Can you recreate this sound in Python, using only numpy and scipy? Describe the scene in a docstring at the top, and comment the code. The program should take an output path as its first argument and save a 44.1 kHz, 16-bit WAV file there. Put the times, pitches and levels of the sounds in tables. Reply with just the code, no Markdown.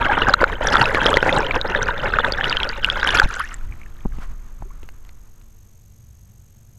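"""First, a camera in a waterproof housing is dragged through a river: air tears off it in gulps,
ringing bubbles and fizz. At about 3.4 s it breaks the surface. Then water drains and trickles off
while handling thumps and ticks the housing. At the end, what remains is a boat motor's muffled
drone and the camera's own hiss and whine."""
import sys
import numpy as np
from scipy.fft import rfft, irfft, next_fast_len
from scipy.io import wavfile
from scipy.ndimage import uniform_filter1d, map_coordinates

SR = 44100
rng = np.random.default_rng(int(sys.argv[2]) if len(sys.argv) > 2 else 0)


def wav_out(sig):
    """Save sig, one row per channel (or a flat mono array), as 16-bit PCM at SR to the path in sys.argv[1]."""
    wavfile.write(sys.argv[1], SR, np.round(np.clip(np.atleast_2d(sig).T, -1, 1) * 32767).astype(np.int16))


N = 298998
SURFACE_S = 3.35  # the housing starts to leave the water

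# Ringing bubbles beside the housing, then one faint high drip just after it surfaces.
# Each row: start in seconds, peak level in dB, pitch in Hz.
BUBBLES_AND_DRIP = [(0.054, -7, 1400), (0.178, -8.5, 1250), (0.219, -9, 1310), (0.2856, -6, 1240),
                    (0.3376, -4, 3980), (0.3398, 7, 1340), (0.423, -6.5, 1410), (0.431, -4, 504),
                    (0.4407, 3, 1420), (0.61, -11, 587), (0.67, -8.5, 1660), (0.672, -9.5, 5700),
                    (0.7398, -4, 1450), (0.7551, 3, 1320), (0.767, -7, 1310), (0.769, -9, 3420),
                    (0.815, -8.5, 1520), (0.816, -11.5, 4400), (0.856, -7, 2580), (0.947, -7.5, 2200),
                    (0.971, -8, 1190), (1.016, -6, 1540), (1.06, -9, 1330), (1.065, -1, 3200),
                    (1.13, -3, 1250), (1.141, -7.5, 3300), (1.141, -8, 540), (1.1705, 1, 1940),
                    (1.228, -3.5, 1480), (1.262, -10, 533), (1.293, -5.5, 2010), (1.326, -10.5, 530),
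                    (1.327, -10, 3500), (1.364, -15.5, 3940), (1.405, -9.5, 990), (1.466, -14, 3100),
                    (1.51, -6.5, 2280), (1.6137, -10.5, 3800), (1.749, -3, 1660), (1.829, -15.5, 5920),
                    (1.886, -6.5, 1490), (2.138, -6.5, 1510), (2.187, -0.5, 1330), (2.245, -5.5, 1520),
                    (2.3222, -9.5, 4560), (2.41, -7.5, 1710), (2.4424, -6.5, 2880), (2.497, -11.5, 4680),
                    (2.5266, -7, 2820), (2.5695, -6, 3100), (2.632, -7, 3230), (2.691, -14, 4620),
                    (2.8455, 0, 2800), (2.8873, -9.5, 1470), (2.9002, -4.5, 3280), (3.03, -5, 1560),
                    (3.047, -6, 1520), (3.092, -7, 1620), (3.09, -8, 3540), (3.105, -9.5, 2960),
                    (3.185, -5.5, 1540), (3.1983, 8, 1525), (3.218, -5.5, 1380), (3.5423, -24, 7470)]
# How the housing passes sound from the water. Each row: frequency in Hz, gain in dB.
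WET_HOUSING = [(120, -18), (330, -16.5), (550, -2), (690, -10.5), (900, 0.5), (1130, -3), (1480, 9),
               (2400, -2.5), (3250, 1.5), (5600, -11), (7600, -16.5), (8800, -26), (10300, -18),
               (15500, -37)]
# How it passes drops and ticks in the air. Each row: frequency in Hz, gain in dB.
HOUSING_IN_AIR = [(400, -7.5), (2500, 2), (6000, -12.5), (15000, -23)]


def amp(db):
    """Turn decibels into a number to multiply by."""
    return 10 ** (np.asarray(db) / 20)


def unit(x):
    """Scale x to an average power of 1."""
    return x / np.sqrt(np.mean(x ** 2) + 1e-20)


def curves(rows):
    """Join the rows with straight lines: one value per sample for each column after the time."""
    s, *columns = np.transpose(rows)
    return [np.interp(np.arange(N) / SR, s, column) for column in columns]


def during(span):
    """1 between the span's two times, fading over its last 0.1 s; 0 elsewhere."""
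    t = np.arange(N) / SR
    return (t >= span[0]) * np.clip((span[1] - t) * 10, 0, 1)


def wobble(rate):
    """A smooth curve through `rate` random values a second."""
    values = rng.standard_normal(int(N * rate / SR) + 4)
    return map_coordinates(values, [np.arange(N) * rate / SR])


def colour(x, points):
    """Filter x by points that each give a frequency in Hz and a gain in dB."""
    size = 2 * next_fast_len(N // 2 + SR // 2)
    hz, db = np.transpose(points)
    gain = amp(np.interp(np.log(np.fft.rfftfreq(size, 1 / SR) + 1), np.log(hz), db))
    # keeping one half, doubled, makes the filter ring only after a sound, never before it
    cepstrum = irfft(np.log(gain))[:size // 2]
    cepstrum[1:] *= 2
    return irfft(rfft(x, size) * np.exp(rfft(cepstrum, size)))[:N]


def noise(points):
    """Filtered noise with an average power of 1."""
    return unit(colour(rng.standard_normal(N), points))


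def even(x, seconds):
    """Hold the power of x near 1 over every stretch of this length."""
    width = int(seconds * SR)
    power = uniform_filter1d(uniform_filter1d(x ** 2, width), width)
    return x / np.sqrt(np.abs(power) + 1e-12)


def place(starts, sounds):
    """Add up short sounds, one a row, at their start times in seconds."""
    index = np.round(np.abs(starts) * SR).astype(int) + np.arange(sounds.shape[1])
    return np.bincount(index.ravel(), sounds.ravel(), N)[:N]


def ring(hz, t60, rise, onset_cycles):
    """Tones that swell in, then fade by 60 dB in t60 seconds as their pitch climbs by the share `rise`."""
    t = np.arange(int(np.max(t60) * SR)) / SR
    age = np.minimum(t / t60, 2)
    phase = 2 * np.pi * hz * t * (1 + rise * age / 2)
    swell = (1 - np.exp(-t * hz / onset_cycles)) ** 2
    return np.sin(phase) * np.exp(-np.log(1000) * age) * swell


def snaps(starts, db, t60, body):
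    """Very short bursts of noise, heard through the filter `body`."""
    t = np.arange(SR // 20) / SR
    bursts = rng.standard_normal((len(starts), len(t))) * amp(db - 60 * t / t60)
    return colour(place(starts, bursts), body)


def swarm(span, surge_db, rate, low_hz, high_hz, cycles, spread_db, body=WET_HOUSING):
    """`rate` random bubbles a second: many faint, a few near and loud; small ones are high and short."""
    duration = span[1] - span[0]
    when, smallness, distance, life, climb = rng.random((int(rate * duration), 5)).T[:, :, None]
    starts = span[0] + when * duration
    hz = low_hz * (high_hz / low_hz) ** smallness
    t60 = np.minimum(cycles / hz * 2.19 ** (2 * life - 1), 0.06)
    db = surge_db[(starts * SR).astype(int)] - spread_db * np.log(distance + 0.02)
    tones = amp(db) * ring(hz, t60, rise=0.089 * climb, onset_cycles=0.56)
    return during(span) * even(colour(place(starts, tones), body), seconds=0.32)


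def electronics():
    """The microphone hisses; in every cycle the circuits crackle, then give a chirp of buzz and whine."""
    # The tone of three noises. Each row: frequency in Hz, relative level in dB.
    hiss_tone = [(300, 2.5), (2000, -8), (4500, -11.5), (12500, -15.5), (15000, -29)]
    buzz_tone = [(5000, -23.5), (6400, 4), (7200, -8.5), (8200, -3), (10000, -30.5), (12800, -5),
                 (14000, -33.5)]
    crackle_tone = [(2000, -21), (5000, -7), (6600, 8), (8500, -7.5), (11500, -9.5), (14500, -34.5)]
    # The thin whine. Each row: pitch in Hz, level in dB before it is pulsed.
    whine_notes = [(6452, -67.5), (12881, -67)]
    cycle_hz, gap_db, crackle_lead_s = 48, -21.5, 0.00528
    t = np.arange(N) / SR
    chirps = unit(amp(gap_db) + np.maximum(np.sin(2 * np.pi * cycle_hz * (t - 0.001)), 0))
    crackles = unit(np.maximum(np.sin(2 * np.pi * cycle_hz * (t + crackle_lead_s)), 0) ** 4)
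    whine = sum(amp(db) * np.sin(2 * np.pi * hz * t + 1.4 * wobble(110)) for hz, db in whine_notes)
    buzz = amp(-66) * chirps * noise(buzz_tone) + amp(-70) * crackles * noise(crackle_tone)
    return amp(-64.5) * noise(hiss_tone) + chirps * whine + buzz


def motor():
    """The boat's idling motor makes a muffled drone and a hum with five overtones."""
    # The motor's loudness. Each row: time in seconds, hum level in dB, drone level in dB.
    levels = [(3.7, -51, -57.5), (5.2, -59.5, -55.5), (6.27, -69.5, -45), (6.5, -66.5, -49)]
    # The drone's tone. Each row: frequency in Hz, relative level in dB.
    drone_tone = [(25, -20), (54, 8), (72, 3), (105, 8), (165, -9.5), (205, -6.5), (300, -37), (9000, -71)]
    hum_hz = 113.4
    phase = 2 * np.pi * hum_hz * np.arange(N) / SR + 0.11 * wobble(1.4)
    hum = sum(amp(-3.5 * k) * np.sin((k + 1) * phase) for k in range(6))
    hum_db, drone_db = curves(levels)
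    return amp(hum_db) * hum + amp(drone_db) * noise(drone_tone)


def housing_rumble():
    """Swirling water, then the moving grip, flexes the housing; it settles once it is held still."""
    # The rumble's tone. Each row: frequency in Hz, relative level in dB.
    rumble_tone = [(10, 5), (24, 8), (60, -6.5), (110, -19.5), (250, -30.5), (3000, -110)]
    # Swings of the camera in the air. Each row: time of the peak in seconds, boost in dB.
    swings = [(3.65, 10), (4.15, 8.5), (4.299, 8)]
    flow_db, grip_db, rest_db = -27, -32.5, -53
    still_s, settle_db_per_s, swing_s = 4.83, 17, 0.067
    t = np.arange(N) / SR
    held_db = np.maximum(grip_db - settle_db_per_s * np.maximum(t - still_s, 0), rest_db)
    swing_db = sum(db * np.exp(-((t - s) / swing_s) ** 2) for s, db in swings)
    under = during((0, SURFACE_S))
    level_db = under * flow_db + (1 - under) * (held_db + swing_db)
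    return amp(level_db) * even(noise(rumble_tone), seconds=0.048)


def trickle():
    """Drops patter off the housing ever more faintly, and the run-off swishes softly on the river."""
    # The run-off. Each row: time in seconds, level in dB around which it flickers.
    runoff_levels = [(3.5, -50.5), (4.08, -60), (4.23, -45.5), (4.35, -59.5), (4.85, -59), (5.3, -66.5),
                     (6, -82)]
    # The tone of lapping water. Each row: frequency in Hz, relative level in dB.
    lapping_tone = [(300, -15), (700, -2.5), (1200, 3), (2100, -7.5), (4000, -16.5), (8000, -22),
                    (16000, -39.5)]
    draining_s, fade_db_per_s = (3.45, 5.8), 20.5
    runoff_db, = curves(runoff_levels)
    surge_db = 2 * wobble(26)
    drip_db = -44 - fade_db_per_s * np.maximum(np.arange(N) / SR - SURFACE_S, 0)
    drops = swarm(draining_s, surge_db, rate=300, low_hz=1135, high_hz=4500, cycles=16, spread_db=6,
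                  body=HOUSING_IN_AIR)
    swish = amp(runoff_db + surge_db) * during(draining_s) * noise(lapping_tone)
    return amp(drip_db) * drops + swish


def handling():
    """Each blow pushes the sealed-in air once and knocks the wall; light touches only tick."""
    # Dull blows. Each row: start in seconds, push level in dB, relative knock level in dB, pitch in Hz.
    blows = [(3.239, 1, -45, 110), (3.258, -30.5, -9, 112.2), (4.052, -38, -13.5, 140),
             (4.057, -5.5, -9, 170), (4.185, -36, -20.5, 145.7), (4.623, -17, -31.5, 800),
             (4.625, -40, -27, 196), (4.832, -17.5, -33.5, 317)]
    # Light touches. Each row: start in seconds, level in dB before the housing filters it.
    touches = [(4.186, -35.5), (4.831, -29), (4.889, -24.5), (5.05, -36.5), (5.092, -29.5), (5.414, -38)]
    starts, push_db, knock_db, hz = np.transpose(blows)[:, :, None]
    push_hz, push_t60, wall_t60 = 27, 0.072, 0.0098
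    t = np.arange(SR // 5) / SR
    pushes = amp(push_db - 60 * t / push_t60) * np.sin(2 * np.pi * push_hz * t)
    wall = ring(hz, wall_t60, rise=0, onset_cycles=0.099)
    wall += amp(-14.5) * ring(810, wall_t60, rise=0, onset_cycles=0.35)
    tick_starts, tick_db = np.transpose(touches)[:, :, None]
    ticks = snaps(tick_starts, tick_db, t60=0.009, body=HOUSING_IN_AIR)
    return ticks - place(starts, pushes) - place(starts, amp(knock_db + 8.5) * wall)


def glugs():
    """Air pockets wobble free or open at the surface; the more the pitch climbs, the more they flutter."""
    # Each row: start in seconds, level in dB before fading, first pitch in Hz, rise (1 adds 100%).
    pockets = [(0.008, 3.5, 930, 0.02), (0.088, 8, 820, 0.02), (3.214, 5.5, 770, 0.48),
               (3.399, 2, 986, 1.6), (3.436, -11, 1636, .4), (4.65, -12, 352, 0.23),
               (4.703, -24.5, 965, .8)]
    starts, db, hz, rise = np.transpose(pockets)[:, :, None]
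    tones = amp(db) * ring(hz, t60=0.045, rise=rise, onset_cycles=7.94)
    flutter_db = 3.7 * rise * wobble(700)[:tones.shape[1]]
    return place(starts, tones * amp(flutter_db))


def surges():
    """Swells in dB for the small bubbles: air tears off unevenly, and ringing bubbles shed small ones."""
    starts = np.transpose(BUBBLES_AND_DRIP)[0][:, None]
    fade = np.exp(-np.arange(SR // 10) / SR / 0.014)
    shed = place(starts, np.ones_like(starts) * fade)
    return 3.4 * wobble(55) + 2 * np.minimum(shed, 1)


def churn():
    """Air dragged under breaks into gulps, bubbles, fizz and spray, ending as the housing surfaces."""
    # How hard the water churns. Each row: time in seconds, base level in dB.
    churn_levels = [(0.0, -23.5), (0.32, -21.5), (0.355, -39), (0.41, -27), (0.47, -34), (0.58, -32.5),
                    (0.7, -22.5), (1.13, -23.5), (1.19, -32.5), (1.32, -25.5), (1.69, -31), (1.87, -27.5),
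                    (2.0, -29), (2.22, -24.5), (2.3, -29), (2.69, -28), (2.76, -36.5), (3.15, -21.5),
                    (3.27, -33.5), (3.39, -25), (3.46, -44.5)]
    # How finely air is torn. Each row: time in seconds, then gulps, fizz and spray in dB over the base.
    fineness = [(0, -3.5, -8, -29.5), (.5, 2.5, -6.5, -18), (.9, -1.5, -6.5, -16), (1.3, 5, -4.5, -15.5),
                (2.1, -1, -8, -26.5), (2.7, -4, -4, -19.5), (3.18, -5, -2.5, -13.5), (3.42, -15, -8, -11.5)]
    under_s = (0, 3.6)
    base_db, = curves(churn_levels)
    gulp_db, fizz_db, spray_db = base_db + np.array(curves(fineness))
    surge_db = surges()
    gulps = swarm(under_s, surge_db, rate=280, low_hz=255.5, high_hz=1050, cycles=14, spread_db=1.5)
    bubbles = swarm(under_s, surge_db, rate=600, low_hz=1082, high_hz=2314, cycles=26, spread_db=3.5)
    fizz = swarm(under_s, surge_db, rate=550, low_hz=2332, high_hz=4240, cycles=38, spread_db=7.5)
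    spray = swarm(under_s, surge_db, rate=330, low_hz=4540, high_hz=13340, cycles=35, spread_db=7.5)
    # Surges push water against the walls. Each row: frequency in Hz, relative level in dB.
    slosh_tone = [(40, 0.5), (80, 0.5), (350, -10), (1000, -7.5), (9000, -100)]
    slosh = during(under_s) * even(noise(slosh_tone) * amp(1.26 * surge_db), seconds=0.54)
    # they also burst the thinnest films in spurts of fine hiss
    hiss = swarm(under_s, 2 * surge_db, rate=3000, low_hz=5486, high_hz=15200, cycles=6.8, spread_db=7.5)
    return (amp(gulp_db) * gulps + amp(base_db + 1.32) * bubbles + amp(fizz_db) * fizz
            + amp(spray_db) * spray + amp(spray_db - 5) * hiss + amp(gulp_db - 2) * slosh)


def slaps():
    """A collapsing air pocket throws water on the wall: a dull knock with a hard crack."""
    # Each row: start in seconds, relative level in dB.
    collapses = [(0.221, -11.5), (0.7405, -8.5), (0.947, -2.5), (1.0595, -2.5), (1.131, -9), (1.1703, 0.5),
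                 (1.228, -3.5), (2.3226, -11), (3.1983, -7)]
    starts, db = np.transpose(collapses)[:, :, None]
    knocks = amp(db) * ring(hz=479, t60=0.011, rise=0, onset_cycles=0.06)
    return place(starts, knocks) + amp(-9) * snaps(starts, db, t60=0.013, body=WET_HOUSING)


def bubbles_and_drip():
    """A neck of air snaps shut and shoves the wall, and the freed bubble rings; one drip rings alike."""
    starts, db, hz = np.transpose(BUBBLES_AND_DRIP)[:, :, None]
    typical_hz, typical_t60, gentle_db = 1496, 0.013, -7
    # smaller, higher bubbles die sooner, and so do those more violent than gentle_db
    violence = amp(np.maximum(db, gentle_db))
    t60 = typical_t60 * (typical_hz / hz) ** 0.19 / violence ** 0.24
    tones = ring(hz, t60, rise=0.066, onset_cycles=0.32)
    tones *= amp(db) / np.abs(tones).max(axis=1, keepdims=True)
    wall = ring(hz=263, t60=0.0032, rise=0, onset_cycles=0.08)
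    shoves = amp(db - 13) * np.minimum(typical_hz / hz, 1) * wall
    clicks = amp(-23) * snaps(starts, db, t60=0.016, body=WET_HOUSING)
    return place(starts, tones) + place(starts, shoves) + clicks


def scene():
    """Everything reaches the one microphone inside the housing."""
    water = bubbles_and_drip() + slaps() + churn() + glugs() + trickle()
    return (water + housing_rumble() + handling() + motor() + electronics())[None]


def record(dry):
    """The loudest peaks are squashed, and the highest treble is cut off."""
    top_hz = 15800
    clipped = dry / (1 + np.abs(dry) ** 10) ** (1 / 10)
    size = next_fast_len(N + SR // 2)
    kept = np.fft.rfftfreq(size, 1 / SR) < top_hz
    return irfft(rfft(clipped, size) * kept, size)[:, :N]


dry = scene()
out = record(dry)
wav_out(out)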